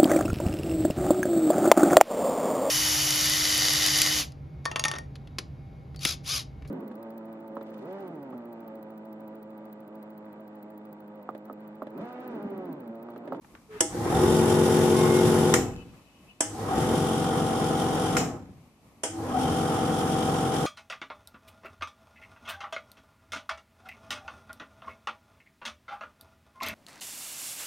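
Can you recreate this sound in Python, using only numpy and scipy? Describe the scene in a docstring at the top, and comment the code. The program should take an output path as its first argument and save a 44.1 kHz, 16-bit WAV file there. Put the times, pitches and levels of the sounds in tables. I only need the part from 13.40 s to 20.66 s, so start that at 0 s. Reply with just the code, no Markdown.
"""A small mains vacuum pump in a sheet-metal case, on a table in a quiet room, in stereo from close by.
A hand turns a knob, air parps at the valve, and relay and valve clack. The induction motor whines up to
speed, hums and rattles while air hisses, and squeals briefly. The microphone begins to draw back as the
pump clacks off and coasts, and the hoses leak. During a second run the microphone reaches its far spot;
from there we hear the pump stop again and start a third run, still going at the end."""
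import sys
import numpy as np
from scipy import signal
from scipy.fft import rfft, irfft
from scipy.io import wavfile
from scipy.ndimage import uniform_filter1d

SR = 44100
rng = np.random.default_rng(int(sys.argv[2]) if len(sys.argv) > 2 else 0)


def generate_wav(sig):
    """Save sig (samples, or channels by samples) to the path in sys.argv[1] as 16-bit PCM at SR."""
    pcm = np.round(np.clip(np.atleast_2d(sig).T, -1, 1) * 32767).astype(np.int16)
    wavfile.write(sys.argv[1], SR, pcm)


N = 320198
T = np.arange(N) / SR
FREQ = np.maximum(np.arange(N // 2 + 1) * SR / N, 1)
SHAFT_HZ, MAINS_HZ, SPIN_UP_S, COAST_S = 45.17, 50, .335, .62

# The microphone's path. Each row: time in seconds, distance from 0 (near) to 1 (far).
MIC_DISTANCE = [(0, 0.0026), (1.9, 0), (2.6, 0.65), (3.4, 0.39), (3.9, 0.99), (7.26, 1)]
# Room tone. Each row: frequency in Hz, relative level in dB.
ROOM_TONE = [(15, -52.5), (25, -40), (40, -10), (146, -7), (231, -3.5), (415, -14.5), (1150, -19.5),
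             (1540, -32), (2300, -27.5), (2700, -32), (3440, -36.5), (12400, -37.5), (15000, -45)]
# Handling rustle. Each row: middle in seconds, half length in seconds, level in dB.
RUSTLES = [(0.106, 0.089, -57.5), (0.368, 0.057, -49.5), (2.854, 0.067, -57), (5.472, 0.054, -61)]
# Knob and hose taps. Each row: start in seconds, level in dB, centre in Hz.
TAPS = [(0.045, -46.5, 900), (0.141, -44, 300), (0.150, -40.5, 1220), (2.479, -46, 250),
        (5.262, -50.5, 330), (6.824, -33, 2960)]
# Switching on. Each row: start in seconds, then snap, tail, ring, treble lift, gain of the run and
# panel tone, all in dB.
SWITCH_ON = [(0.4052, -16, -29.5, -29.5, 2, 0, -48), (3.0052, -20, -29.5, -33, -8.5, -1.25, -45),
             (5.6337, -28.5, -30.5, -35.5, -16, -1.5, -36.5)]
# Colour of the switch-on clack. Each row: frequency in Hz, relative level in dB.
ON_COLOUR = [(120, -22), (230, -12.5), (330, -4.5), (700, -7), (1020, -10.5), (1900, -9.5), (2500, -18),
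             (3200, -8), (4050, -27.5), (5300, -6.5), (7700, -1.5), (8900, -1.5), (9500, -15.5),
             (10800, -9), (11700, -31.5), (13000, -23.5), (14500, -28)]
# The valve and its bracket. Each row: mode in Hz, relative level in dB, t60 in seconds.
VALVE_MODES = [(303, -2, 0.62), (328, -7, 0.34), (496, -6.5, 0.28), (644, -3, 0.32), (814, -3.5, 0.4),
               (963, 2, 0.095), (1300, -13.5, 0.23), (1716, -9.5, .14), (2102, -13, 0.29),
               (2950, -15.5, 0.26), (3340, -14, .2), (5300, -7.5, 0.21), (6600, -10.5, 0.099),
               (7960, -9, 0.099), (9500, -8.5, 0.11), (9080, 2.5, 0.084), (10850, -2.5, 0.086)]
# The pump jolts its mounts, starting and stopping. Each row: start in seconds, strength in dB.
JOLTS = [(0.407, -22), (0.443, -28), (0.547, -26), (0.567, -31), (0.608, -23.5), (0.657, -19.5),
         (0.727, -16), (0.786, -21), (0.831, -16.5), (3.378, -28.5), (3.54, -18), (2.385, -47),
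         (2.452, -50), (2.53, -51), (4.944, -33), (5.09, -50), (5.172, -57)]
# The jolted case. Each row: mode in Hz, relative level in dB, t60 in seconds.
JOLT_MODES = [(103, -16, 0.14), (225, -14, .06), (349, 1.5, 0.087), (481, -5, 0.082), (811, -6.5, 0.043)]
# Case modes swept by the rotor slot whine. Each row: shaft multiple and mains multiple of the whine,
# mode in Hz, width in Hz, relative level in dB.
WHINE_MODES = [(17, 0, 490, 110, -35), (17, 0, 747, 190, -32), (17, 2, 850, 140, -38),
               (28, 0, 1050, 170, -37), (30, 0, 1250, 220, -39), (33, 0, 1450, 160, -47)]
# Case tones shaken by the starting current. Each row: centre in Hz, width in Hz, relative level in dB.
INRUSH_TONES = [(102, 15, -38.5), (289, 25, -44), (460, 64, -49), (790, 110, -42)]
# Harmonics of the pump stroke. Each row: shaft multiple, relative level near and far in dB.
STROKE_HARMONICS = [(1, -53, -53.5), (2, -39.5, -42), (3, -37, -39), (4, -40, -39), (5, -28.5, -37),
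                    (6, -33, -37), (7, -37.5, -35.5), (8, -24, -42), (9, -30.5, -40.5), (10, -33.5, -39),
                    (11, -32.5, -37), (12, -44, -55), (13, -58, -52), (14, -39, -45.5), (15, -52, -45),
                    (16, -58, -42), (17, -40.5, -33.5), (18, -56, -54), (19, -46, -64.5), (21, -51, -57),
                    (22, -54, -62), (23, -53, -59.5), (25, -48, -53.5), (26, -57.5, -67),
                    (27, -55.5, -49.5), (28, -74.5, -54), (29, -60.5, -52.5), (30, -62, -49),
                    (32, -48.5, -52), (33, -51.5, -62)]
# Magnetic hum and its beats. Each row: shaft multiple, mains multiple, relative level near and far in dB.
MAGNETIC_HUM = [(0, 2, -39, -46), (0, 6, -55, -45.5), (2, 2, -49.5, -49), (3, 2, -49.5, -49),
                (5, 2, -44.5, -44), (6, 2, -37.5, -47.5), (7, 2, -41.5, -55), (8, 2, -39.5, -47.5),
                (9, 2, -47.5, -55), (9, -2, -42.5, -55), (11, -2, -44.5, -55), (12, -2, -47.5, -56),
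                (12, 2, -51.5, -56), (16, 2, -50.5, -42), (17, -2, -51.5, -49.5), (17, 2, -38, -46.5),
                (17, 4, -47.5, -53), (17, 12, -58, -52.5)]
# Unsteady bearing tones. Each row: shaft multiple, relative level near and far in dB.
BEARING_TONES = [(2.46, -40, -49), (2.55, -43.5, -48), (3.45, -37.5, -40), (3.55, -32.5, -38),
                 (5.55, -54, -46), (5.66, -56, -44.5), (10.5, -39, -49), (10.75, -48, -45),
                 (18.77, -50, -48)]
# Case rattle. Each row: frequency in Hz, relative density near and far in dB.
CASE_RATTLE = [(25, -90.5, -86), (55, -78, -71), (90.5, -64, -73), (230, -64.5, -62.5), (355, -56.5, -65),
               (570, -70.5, -68), (850, -66, -67), (1310, -66, -65), (1880, -73.5, -78),
               (3060, -90.5, -89.5), (6000, -110, -112)]
# Case resonances that colour the rattle. Each row: centre in Hz, width in Hz, lift in dB.
CASE_RESONANCES = [(105.6, 64, 6.5), (157, 150, 10), (490, 87, 11), (788, 150, 10)]
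# Air through the pump valves. Each row: frequency in Hz, relative density near and far in dB.
VALVE_HISS = [(900, -100, -100), (2050, -79, -83.5), (2700, -79.5, -83.5), (3140, -76, -75),
              (3630, -78.5, -79.5), (4100, -83, -86), (5640, -78.5, -81.5), (8300, -79.5, -84.5),
              (8700, -78, -79.5), (10230, -81.5, -86), (10400, -73.5, -79), (11930, -89, -95.5),
              (13800, -84, -89.5), (14400, -91, -98.5)]
# Growls of the case. Each row: middle in seconds, half length in seconds, pitch in Hz, level in dB.
GROWLS = [(.755, 0.018, 765, -28), (3.317, 0.029, 765, -29), (3.385, .025, 765, -36),
          (5.96, .014, 750, -27), (5.979, .011, 765, -21.5), (6.04, .014, 790, -27.5),
          (5.893, 0.036, 255, -43), (6.023, 0.065, 255, -27)]
# Spurts of the squeal. Each row: start and length in seconds, fundamental and octave in dB.
SQUEAL_SPURTS = [(1.55, .03, -38, -52), (1.578, .042, -35.5, -42.5), (1.63, .052, -34, -46.5),
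                 (1.686, .055, -42, -42), (1.743, .062, -52, -41)]
# Switching off. Each row: start in seconds, then snap, tail, ring and treble lift in dB,
# seconds until the load vents, groan in dB.
SWITCH_OFF = [(2.1386, -12.5, -27, -30, -1.5, 0.016, -32), (4.767, -23.5, -28.5, -36.5, -11, 0.051, -31)]
# Colour of the switch-off clack. Each row: frequency in Hz, relative level in dB.
OFF_COLOUR = [(200, -18.5), (500, -2), (1000, -7), (1400, 1), (1900, 6.5), (2600, 4.5), (3300, -1),
              (4300, -4), (5400, 3.5), (7400, 9.5), (9000, -4), (12000, -7.5), (14500, -4)]
# The stop that the released armature falls against. Each row: mode in Hz, level in dB, t60 in seconds.
BACK_STOP_MODES = [(1250, -20, .03), (1390, -18.5, .035), (1685, -27, .06), (1841, -27, .06),
                   (2094, -28, .05), (2380, -27, .03)]
# Resonances that groan on slowing. Each row: centre in Hz, width in Hz, relative level in dB.
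GROAN_MODES = [(105, 74, -7), (250, 120, -3.5), (496, 69, -14.5), (760, 62, -5)]
# Hum notes that ring on in case and room. Each row: pitch in Hz, relative level near and far in dB.
LINGERING_NOTES = [(102, -30, -45.5), (161.5, -34, -35.5), (361, -27.5, -43), (482, -28, -40.5),
                   (765, -46, -35)]
# Stereo width at the microphone. Each row: frequency in Hz, side gain in dB.
STEREO_WIDTH = [(60, -7), (110, -32), (200, -13.5), (380, -17.5), (700, -8), (1290, -4.5), (2380, -0.5),
                (4400, 0), (15000, 0)]
# Stereo balance. Each row: frequency in Hz, left minus right in dB.
STEREO_LEAN = [(60, 0.5), (200, 1), (400, 0.5), (750, 1.5), (1290, -4.5), (2380, 7), (4400, 0.5),
               (8000, -1), (15000, 1)]


def undb(db):
    """Decibels to gain."""
    return 10 ** (np.asarray(db) / 20)


def spectrum(rows, column=1):
    """One column of a table, joined by straight lines in log frequency."""
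    rows = np.array(rows, float)
    return np.interp(np.log(FREQ), np.log(rows[:, 0]), rows[:, column])


def noise(db):
    """Unrelated mid and side noise with this level per Hz."""
    return irfft(rfft(rng.standard_normal((2, N))) * undb(db), N) * np.sqrt(SR / 2)


def unit(x):
    """Scale to rms 1."""
    return x / np.sqrt(np.mean(x ** 2))


def band(hz, width_hz):
    """Noise in one resonance, rms 1."""
    detune = (FREQ - hz ** 2 / FREQ) / width_hz
    return unit(noise(-20 * np.log10(1 + detune ** 2)))


def resonance(hz, centre_hz, width_hz):
    """A resonance curve, 1 at its centre."""
    return 1 / (1 + (2 * (hz - centre_hz) / width_hz) ** 2)


def walk(rate_hz):
    """A random wander in time, spread near 1."""
    knots = np.arange(0, T[-1] + 1, 1 / rate_hz)
    return np.interp(T, knots, rng.standard_normal(len(knots)))


def ripple(spacing_hz):
    """Peaks and dips that reflections leave in a spectrum, spread near 1."""
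    knots = np.arange(0, SR, spacing_hz)
    return np.interp(FREQ, knots, rng.standard_normal(len(knots)))


def tone(turns, spread=3.1):
    """A sine of rms 1 that reaches mid and side in unrelated phases."""
    phase = np.array([[spread * rng.standard_normal()], [2 * np.pi * rng.random()]])
    return np.sqrt(2) * np.cos((2 * np.pi * (turns % 1) + phase).astype(np.float32))


def swell(time, peak_s, half_s):
    """A bell-shaped rise and fall."""
    return np.exp(-((time - peak_s) / half_s) ** 2)


def envelope(start_s, attack_s, hold_s, release_s):
    """Attack, hold and release with rounded corners."""
    corners = start_s + np.cumsum([0, attack_s, hold_s, release_s])
    return np.sin(np.pi / 2 * np.interp(T, corners, [0, 1, 1, 0])) ** 2


def latest(rows):
    """For every moment, the columns of the most recent event of a table."""
    rows = np.array(rows, float)
    return rows[np.maximum(np.searchsorted(rows[:, 0], T) - 1, 0)].T


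def room(floor_db=-59, flicker_db=1.6):
    """Low room tone that swells with handling."""
    rustle = sum(undb(db) * swell(T, s, half_s) for s, half_s, db in RUSTLES)
    return unit(noise(spectrum(ROOM_TONE))) * np.hypot(undb(floor_db), rustle) * undb(flicker_db * walk(9.7))


def taps(t60=.023, tail_db=-20, tail_t60=.3):
    """Small knocks on knob and hose, each with a short room tail."""
    out = np.zeros((2, N))
    for s, db, hz in TAPS:
        age = np.clip(T - s, 0, 1)
        decay = undb(-60 * age / t60) + undb(tail_db - 60 * age / tail_t60)
        out += undb(db) * np.minimum(age / .0022, 1) * decay * band(hz, .84 * hz)
    return out


def parp(start_s=.281, hz=438, sag_hz_per_s=200, tone_db=-41, hiss_db=-53):
    """Air parps and hisses at the valve just before the first run, reedy and sagging in pitch."""
    pitch = hz - sag_hz_per_s * np.clip(T - start_s, 0, 1)
    turns = np.cumsum(pitch * (1 + .003 * walk(60))) / SR
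    flutter = undb(2.5 * walk(40.8))
    reed = tone(turns) + undb(-27) * tone(2 * turns) + undb(-22) * tone(3 * turns)
    hiss = undb(hiss_db) * envelope(start_s, .068, .086, .06) * band(1300, 1500)
    return undb(tone_db) * envelope(start_s, .044, .029, .041) * flutter * reed + hiss


def clacks(rows, colour, chatter_s, snap_t60, tail_t60, size=30000):
    """The armature chatters briefly and rings the valve; case and room carry the tail."""
    out, t = np.zeros((2, N)), np.arange(size) / SR
    attack = 1 - np.exp(-t / .0012)
    for s, snap_db, tail_db, ring_db, treble_db, *_ in rows:
        start = int(s * SR)
        colour_db = spectrum(colour) + 3.2 * ripple(90) + treble_db * FREQ / (FREQ + 3000)
        grain = unit(noise(colour_db))[:, :size]
        snap = undb(snap_db - 60 * np.maximum(t - chatter_s, 0) / snap_t60)
        tail = undb(tail_db - 60 * t / tail_t60)
        ring = sum(undb(db - 60 * t / t60) * np.sin(2 * np.pi * (hz * t + rng.random((2, 1))))
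                   for hz, db, t60 in VALVE_MODES)
        out[:, start:start + size] += attack * (grain * np.hypot(snap, tail) + undb(ring_db) * ring)
    return out


def strikes(blows, modes, size=12000):
    """Each blow (seconds, dB) rings the same modes; the deepest bass below about 70 Hz is cut away."""
    out, t = np.zeros((2, N)), np.arange(size) / SR
    attack = 1 - np.exp(-t / .0006)
    for s, blow_db in blows:
        start = int(s * SR)
        for hz, db, t60 in modes:
            phase = np.array([[0], [rng.random()]])
            ring = undb(db - 60 * t / t60) * np.sin(2 * np.pi * (hz * t + phase))
            out[:, start:start + size] += undb(blow_db) * attack * ring
    return signal.sosfilt(signal.butter(2, 70, "high", fs=SR, output="sos"), out)


def motor(age, coasting, brake_power=1.5):
    """Share of full speed, and mains on or off: steady torque spins the rotor up, the load brakes it."""
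    speed = np.clip(age / SPIN_UP_S, 0, 1) * (1 - np.clip(coasting / COAST_S, 0, 1) ** brake_power)
    powered = 1. * ((age > 0) & (coasting == 0))
    return uniform_filter1d(speed, size=1500).clip(0, 1), uniform_filter1d(powered, size=1500)


def spin_up(turns, speed, powered, age, whine_db=-3.5, buzz_db=-38, settle_s=.053, fade_db_per_s=154):
    """The rising slot whine flares in each mode it crosses while heavy current shakes the case."""
    ragged = .08 * walk(120)
    whine = 0
    for k, m, hz, width, db in WHINE_MODES:
        pitch = k * SHAFT_HZ * speed + m * MAINS_HZ
        whine += undb(db) * resonance(pitch, hz, width) * tone(k * turns + m * MAINS_HZ * T + ragged)
    whine *= undb(whine_db - fade_db_per_s * np.maximum(age - SPIN_UP_S - settle_s, 0))
    # the panels buzz at each peak of the mains current
    peaks = np.cos(2 * np.pi * MAINS_HZ * T) ** 4
    buzz = undb(buzz_db) * swell(age, SPIN_UP_S, .058) * peaks * (band(300, 270) + band(670, 320))
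    # the piston load chops the whine once a turn
    chop = 1 + .3 * np.cos(2 * np.pi * turns) + .15 * walk(150)
    shake = sum(undb(db) * band(hz, width) for hz, width, db in INRUSH_TONES)
    current = np.minimum(2 * speed, 1) ** 2 * (1 - speed ** 3)
    return powered * (chop * whine + buzz + current * shake)


def panel(age, panel_db, hz=328):
    """A panel of the case sings briefly while the rotor is still slow."""
    return undb(panel_db) * swell(age, peak_s=.16, half_s=.077) * tone(hz * T + .05 * walk(30))


def gush(age, far, db=-50, far_db=-5):
    """Air rushes through the opened valve until the pump takes over."""
    return undb(db + far_db * far) * swell(age, peak_s=.2, half_s=.12) * band(5500, 9000)


def hum(turns, speed, powered, far, return_turns=.365, return_share=.9, waver_db=.6, bearing_db=1):
    """Harmonics of the piston's two knocks a turn, with mains beats and bearing tones between them."""
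    orders, near_levels, far_levels = np.transpose(STROKE_HARMONICS)
    out = np.zeros((2, N))
    # the room scatters every harmonic's phase alike: about 0.1 radian close up, 0.4 from afar
    scatter = .1129 + .2936 * far
    for k, near, away in STROKE_HARMONICS:
        # off full speed, each harmonic slides through the response of the case
        passing_db = np.interp(k * speed, orders, near_levels + far_levels) / 2 - (near + away) / 2
        pair_phase = np.angle(1 + return_share * np.exp(-2j * np.pi * k * return_turns)) + np.pi / 2
        offset = (pair_phase + scatter * rng.standard_normal()) / (2 * np.pi)
        level_db = near + far * (away - near) + .6 * passing_db + waver_db * walk(9)
        out += undb(level_db) * tone(k * turns + offset, spread=0)
    for k, m, near, away in MAGNETIC_HUM:
        out += powered * undb(near + far * (away - near)) * tone(k * turns + m * MAINS_HZ * T)
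    for k, near, away in BEARING_TONES:
        slip = .09 * walk(5.5)
        out += undb(near + far * (away - near) + bearing_db) * tone(k * turns + slip)
    return out


def distant_noise(rows, lift_db, far):
    """Noise that fades from its near colour to its far one as the microphone draws back."""
    near, away = (noise(spectrum(rows, column) + lift_db) for column in (1, 2))
    return (1 - far) * near + np.sqrt(1 - (1 - far) ** 2) * away


def case_rattle(far, gain_db=-2, flicker_db=1.5):
    """The sheet metal rattles unevenly, lifted at its resonances."""
    lift_db = sum(db * resonance(FREQ, hz, width) for hz, width, db in CASE_RESONANCES)
    rattle = distant_noise(CASE_RATTLE, lift_db + 2.7 * ripple(14), far)
    return rattle * undb(gain_db + flicker_db * walk(45))


def valve_hiss(turns, far, depth_db=1.5, flicker_db=1):
    """Air through the valves swells once a turn, each stroke a little different."""
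    air = distant_noise(VALVE_HISS, 2.2 * ripple(70), far)
    return air * undb(depth_db * np.cos(2 * np.pi * turns) + flicker_db * walk(45))


def knocks(turns, speed, hz, width_hz, decay_s, scatter_db):
    """Once a turn a knock sets one resonance ringing, each with its own strength."""
    age = (turns % 1) / (SHAFT_HZ * np.maximum(speed, .01))
    strength = undb(scatter_db * rng.standard_normal(int(turns[-1]) + 1))[turns.astype(int)]
    return band(hz, width_hz) * strength * np.exp(-age / decay_s) * (1 - np.exp(-age / .0016))


def growls():
    """Modes of the case flare in short rough bursts as the rotor reaches speed."""
    wander, rough = .14 * walk(120), undb(2 * walk(150))
    return rough * sum(undb(db) * np.exp(-np.abs(T - s) / half_s) * tone(hz * T + wander, spread=0)
                       for s, half_s, hz, db in GROWLS)


def judder(age, far, db=-31.5, far_db=-10):
    """The pump judders on its mounts just after it reaches speed."""
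    return undb(db + far_db * far) * swell(age, peak_s=SPIN_UP_S + .11, half_s=.14) * band(82, 36)


def squeal(hz=1072, edge_s=.014, flutter_db=1.8):
    """The running pump squeals in a few spurts that break up into the octave."""
    turns = np.cumsum(hz * (1 + .003 * walk(60))) / SR
    low, high = tone(turns, spread=0), tone(2 * turns, spread=0)
    spurts = 0
    for s, length, low_db, high_db in SQUEAL_SPURTS:
        gate = envelope(s - edge_s / 2, edge_s, length - edge_s, edge_s)
        spurts += gate * (undb(low_db) * low + undb(high_db) * high)
    return undb(flutter_db * walk(40.7)) * spurts


def run_down(turns, speed, coasting, far, chug_db=-28, clatter_db=-44.5, fade_db_per_s=34, far_db=-7.5):
    """The last slow strokes rock the pump on its mounts and clatter in the case."""
    chug = undb(chug_db) * knocks(turns, speed, hz=115, width_hz=130, decay_s=.062, scatter_db=2)
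    clatter = undb(clatter_db) * knocks(turns, speed, hz=950, width_hz=910, decay_s=.014, scatter_db=5)
    return (chug + clatter) * np.minimum(2 * speed, 1) * undb(far_db * far - fade_db_per_s * coasting)


def groan(turns, speed, coasting, groan_db, rise_s=.057, fade_db_per_s=80):
    """Ragged harmonics of the slowing stroke fall through the resonances of the case."""
    response = sum(undb(db) * resonance(FREQ, hz, width) for hz, width, db in GROAN_MODES)
    uneven = turns + .018 * walk(70)
    falling = sum(np.interp(k * SHAFT_HZ * speed, FREQ, response) * tone(k * uneven)
                  for k in range(2, 20))
    return falling * speed * np.minimum(coasting / rise_s, 1) * undb(groan_db - fade_db_per_s * coasting)


def reverb(x, t60=.33, wet_db=-4.5, size=22000):
    """The small room smears a sound with a short diffuse tail; the level stays the same."""
    tail = rng.standard_normal((2, size)) * undb(-60 * np.arange(size) / SR / t60)
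    wet = signal.fftconvolve(x, tail / np.sqrt(np.sum(tail[0] ** 2)), axes=1)[:, :N]
    return (x + undb(wet_db) * wet) / np.hypot(1, undb(wet_db))


def after_ring(coasting, far, rise_s=.047, fade_db_per_s=98):
    """The strongest notes of the hum hang on at their pitch while the rotor slows."""
    notes = sum(undb(near + far * (away - near)) * tone(hz * T + .1 * walk(25))
                for hz, near, away in LINGERING_NOTES)
    return notes * np.minimum(coasting / rise_s, 1) * undb(-fade_db_per_s * coasting)


def leaks(coasting, far, seep_db=-57.5, whistle_db=-56.5, far_db=-14.5, rise_s=.22, fade_db_per_s=9):
    """The hoses seep and faintly whistle after switch-off, ever less as the vacuum is lost."""
    gain = np.minimum(coasting / rise_s, 1) * undb(far_db * far - fade_db_per_s * coasting)
    whistle = band(2600, 110) + undb(-3) * band(2940, 160)
    whistle *= undb(whistle_db - 14 * far ** 2 + 5 * walk(22))  # flutters, and carries less far
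    return gain * (undb(seep_db) * band(2200, 6500) + whistle)


def pump(age, coasting, far, unload_db_per_s=25, vent_db_per_s=94, air_fade_db_per_s=164):
    """The shaft leads the pump through starting, running and stopping."""
    *_, run_db, panel_db = latest(SWITCH_ON)
    *_, vent_s, groan_db = latest(SWITCH_OFF)
    speed, powered = motor(age, coasting)
    turns = np.cumsum(SHAFT_HZ * speed * (1 + .0009 * walk(12))) / SR
    rattle, hiss = case_rattle(far), valve_hiss(turns, far)
    piston = knocks(turns, speed, hz=405, width_hz=280, decay_s=.0048, scatter_db=-.5)
    piston *= undb(-25 - 6 * far)
    tick = knocks(turns, speed, hz=3620, width_hz=170, decay_s=.012, scatter_db=3.5)
    tick *= undb(-45.5) * (1 - far)
    # the hum grows with the vacuum, the rattle with the speed, the hiss with the flow
    vacuum = np.minimum(age / .48, 1) ** 2.18 * undb(-unload_db_per_s * coasting)
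    flow = np.minimum(age / .4, 1) ** 2.87 * undb(-.08 - air_fade_db_per_s * coasting)
    body = vacuum * hum(turns, speed, powered, far) + speed ** 1.47 * (rattle + piston)
    # after switch-off the noise holds for a moment, then dies as the load vents
    body *= undb(-vent_db_per_s * np.maximum(coasting - vent_s, 0))
    running = undb(run_db) * (body + flow * (hiss + tick))
    starting = spin_up(turns, speed, powered, age) + growls()
    starting += judder(age, far) + gush(age, far) + panel(age, panel_db)
    last_strokes = (1 - powered) * run_down(turns, speed, coasting, far)
    stopping = reverb(last_strokes + groan(turns, speed, coasting, groan_db)) + after_ring(coasting, far)
    return starting + running + stopping


def scene():
    """All sources as mid and side, turned to left and right: bass centred, treble diffuse."""
    far = np.interp(T, *np.transpose(MIC_DISTANCE))
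    on, off = latest(SWITCH_ON)[0], latest(SWITCH_OFF)[0]
    age = np.maximum(T - on, 0)  # seconds since switch-on
    coasting = np.maximum(T - off, 0) * (off > on)  # seconds since switch-off, 0 under power
    switching = clacks(SWITCH_ON, ON_COLOUR, chatter_s=.0053, snap_t60=.022, tail_t60=.34)
    switching += clacks(SWITCH_OFF, OFF_COLOUR, chatter_s=.0009, snap_t60=.023, tail_t60=.35)
    switching += strikes([(s, 0) for s, *_ in SWITCH_OFF], BACK_STOP_MODES)
    machine = pump(age, coasting, far) + strikes(JOLTS, JOLT_MODES) + switching + parp() + squeal()
    mid, side = rfft(machine + taps() + leaks(coasting, far) + room())
    side *= undb(spectrum(STEREO_WIDTH))
    lean = undb(spectrum(STEREO_LEAN) / 2)
    fade_in = np.minimum(T / .02, 1) ** 2
    return fade_in * irfft(np.array([(mid + side) * lean, (mid - side) / lean]), N)


def record(dry, top_hz=14650):
    """The recorder cuts the top steeply."""
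    return signal.sosfilt(signal.ellip(10, .2, 80, top_hz, fs=SR, output="sos"), dry)


dry = scene()
out = record(dry)
generate_wav(out)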